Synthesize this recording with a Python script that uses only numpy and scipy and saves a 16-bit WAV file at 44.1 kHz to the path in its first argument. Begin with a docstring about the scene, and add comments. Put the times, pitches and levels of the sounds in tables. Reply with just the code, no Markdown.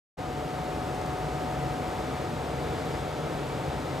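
"""A ventilation fan runs steadily in a shed where young chickens sit quietly.
Its turbulent air booms in the shed's resonances, over a low hum and a thin motor whine, and dry
litter ticks faintly under the birds' feet. A hand-held camera with two close microphone ports
fades in just after the start. As it moves, the booms and hum shift in balance and the whine fades."""
import sys
import numpy as np
from scipy import signal
from scipy.fft import rfft, irfft
from scipy.io import wavfile
from scipy.ndimage import uniform_filter1d

SR = 44100
rng = np.random.default_rng(int(sys.argv[2]) if len(sys.argv) > 2 else 0)


def inscribe(sig):
    """Save sig as 16-bit PCM at rate SR to the path in sys.argv[1].

    A 1-D sig is mono; a 2-D sig holds one channel per row.
    Samples are clipped to [-1, 1] before scaling.
    """
    pcm = np.round(np.clip(np.atleast_2d(sig).T, -1, 1) * 32767)
    wavfile.write(sys.argv[1], SR, pcm.astype(np.int16))


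N = 176400


def undb(db):
    """Decibels to gain."""
    return 10 ** (np.asarray(db) / 20)


def curve_at(table, hz):
    """Read a table on a log-frequency axis."""
    points, values = np.array(table, float).T
    return np.interp(np.log(np.maximum(hz, 1)), np.log(points), values)


def drift(per_s):
    """Smooth random motion with a spread of 1."""
    hold = max(int(SR / per_s), 2)
    steps = np.repeat(rng.standard_normal(N // hold + 2), hold)
    smooth = uniform_filter1d(uniform_filter1d(steps, hold), hold)[:N]
    return smooth / np.std(smooth)


def camera_move(before, after, midpoint_s=2.3, length_s=1):
    """Crossfade from before to after as the camera moves."""
    progress = np.clip((np.arange(N) / SR - midpoint_s) / length_s + .5, 0, 1)
    return before + progress * (after - before)


def mic_ports(hz):
    """Complex gain of the two ports: the left hears the fan a little later and louder."""
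    # Phase between the ports. Each row: frequency in Hz, left lead in radians (negative is a lag).
    left_lead = [(30, -.06), (140, -0.36), (340, -0.67), (700, -0.83), (1500, -0.58), (3400, -.38),
                 (6500, -0.059), (15000, -0.051)]
    # Stereo balance. Each row: frequency in Hz, left minus right in dB.
    balance = [(60, 1.6), (380, 1.2), (700, 2.5), (1300, 1.6), (4400, 0.3), (8000, 0)]
    left = undb(curve_at(balance, hz) / 2) * np.exp(1j * curve_at(left_lead, hz) / 2)
    return np.array([left, 1 / left]).reshape(2, -1)


def air_rush(level_db=-32.4, flutter_db=0.26, swell_db=-0.19):
    """The fan's turbulent air, coloured by the shed's resonances."""
    # Tone of the rush. Each row: frequency in Hz, relative spectral level in dB.
    rush_eq = [(22, -35), (49, -7), (69, -3.5), (107, -6.7), (150, -2.5), (200, -7.5), (280, -6),
               (560, -7.5), (800, -9.4), (1010, -15), (1400, -17.5), (2800, -25.7), (3700, -27.5),
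               (5800, -33.5), (8200, -35.8), (10500, -43), (15000, -44.5)]
    # The shed's resonances and notches. Each row: centre in Hz, width in Hz,
    # gain in dB before the camera moves, gain in dB after.
    booms = [(57, 10, 4.5, 1.5), (80, 20, 0, 2.5), (158, 22, 3.3, 6.5), (196, 36, -2.5, -4.5),
             (259, 14, 2.5, 1.5), (315, 50, 3.5, 2.5), (366, 20, -4.5, -4), (392, 20, 2.5, 2.5),
             (462, 50, 1.5, 3.5), (700, 60, -3.5, -1.5), (770, 40, 1, 1.5), (900, 50, 4.5, 5),
             (1261, 70, 7, 3), (1320, 40, 0, 4), (2065, 50, 2.5, 2), (2299, 45, 1.5, 5),
             (3460, 45, 1.5, 2.5), (3700, 1200, 0, 1.3), (4953, 60, 2, 4.5)]
    # How alike left and right sound: wide in the mids, nearly mono in the top treble.
    # Each row: frequency in Hz, coherence from 0 to 1.
    coherence = [(40, .99), (160, .99), (500, .92), (900, .85), (1600, .59), (4000, .52), (5800, .68),
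                 (7200, .93), (10000, .94), (13000, .985)]
    hz = np.arange(N // 2 + 1) * SR / N
    alike = np.sqrt(np.clip(curve_at(coherence, hz), 0, 1))
    mid, side = rfft(rng.standard_normal((2, N)))
    spectrum = np.sqrt(1 + alike) * mid + np.sqrt(1 - alike) * side * np.array([[1], [-1]])
    spectrum = spectrum * undb(curve_at(rush_eq, hz)) * mic_ports(hz)
    centre, width, before_db, after_db = np.array(booms, float).T
    bells = 1 / (1 + (2 * (hz[:, None] - centre) / width) ** 2)
    before, after = (irfft(spectrum * undb(bells @ db), N) for db in (before_db, after_db))
    air = camera_move(before, after)
    turbulence_db = flutter_db * drift(per_s=16) + swell_db * drift(per_s=3.1)
    return air / np.std(air) * undb(level_db + turbulence_db)


def fan_hum():
    """Low tones of fan and motor that waver in strength and phase."""
    # Hum tones. Each row: pitch in Hz, level in dB before the camera moves, level in dB after,
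    # waver as a share of the steady tone.
    tones = [(137, -44.4, -42.2, 0.3), (600, -55.5, -49.5, 0.48), (616, -51.5, -56, 0.53)]
    t = np.arange(N) / SR
    hum = 0
    for hz, before_db, after_db, depth in tones:
        wobble = drift(per_s=7.04) + 1j * drift(per_s=6.95)
        waver = (1 + depth * wobble) / np.sqrt(1 + 2 * depth ** 2)
        gain = np.sqrt(2) * undb(camera_move(before_db, after_db))
        hum = hum + gain * np.real(mic_ports(hz) * waver * np.exp(2j * np.pi * hz * t))
    return hum


def motor_whine(pitch_hz=736.6, wander_hz=0.3, flicker_db=.3):
    """One clean, nearly steady motor tone that fades as the camera moves."""
    # The whine's fade. Each row: time in seconds, level in dB.
    fade = [(.2, -38.7), (1.25, -38.2), (2.05, -39.5), (2.35, -43), (3.0, -43.8), (4, -46.8)]
    t = np.arange(N) / SR
    phase = 2 * np.pi * np.cumsum(pitch_hz + wander_hz * drift(per_s=5.02)) / SR
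    level_db = np.interp(t, *np.array(fade).T) + flicker_db * drift(per_s=8.1)
    return np.sqrt(2) * undb(level_db) * np.real(mic_ports(pitch_hz) * np.exp(1j * phase))


def litter_ticks(centre_hz=6000, decay_s=.0022):
    """Dry bedding ticks under the birds' feet: tiny bursts of bright, octave-wide noise."""
    # Footfalls. Each row: start in seconds, level at the attack in dB.
    ticks = [(.946, -46), (.952, -48), (1.014, -45.5), (1.061, -42), (3.488, -47)]
    t = np.arange(N) / SR
    edges_hz = [centre_hz / np.sqrt(2), centre_hz * np.sqrt(2)]
    band = signal.butter(2, edges_hz, "bandpass", fs=SR, output="sos")
    crackle = signal.sosfilt(band, rng.standard_normal(N))
    envelope = sum(undb(db) * (t >= at) * np.exp(-np.abs(t - at) / decay_s) for at, db in ticks)
    return envelope * crackle / np.std(crackle)


def scene():
    """The fan and the resting birds, in stereo."""
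    return air_rush() + fan_hum() + motor_whine() + litter_ticks()


def record(dry):
    """The sound fades in quickly, a little low at first, then settles; the top treble is cut off."""
    start_s, fade_s = 0.17, 0.022
    low_db, settle_s = -2, .4
    elapsed = np.maximum(np.arange(N) / SR - start_s, 0)
    gain = np.minimum(elapsed / fade_s, 1) * undb(low_db * np.exp(-elapsed / settle_s))
    high_cut = signal.ellip(10, .1, 80, 14500, fs=SR, output="sos")
    return signal.sosfilt(high_cut, dry * gain)


dry = scene()
out = record(dry)
inscribe(out)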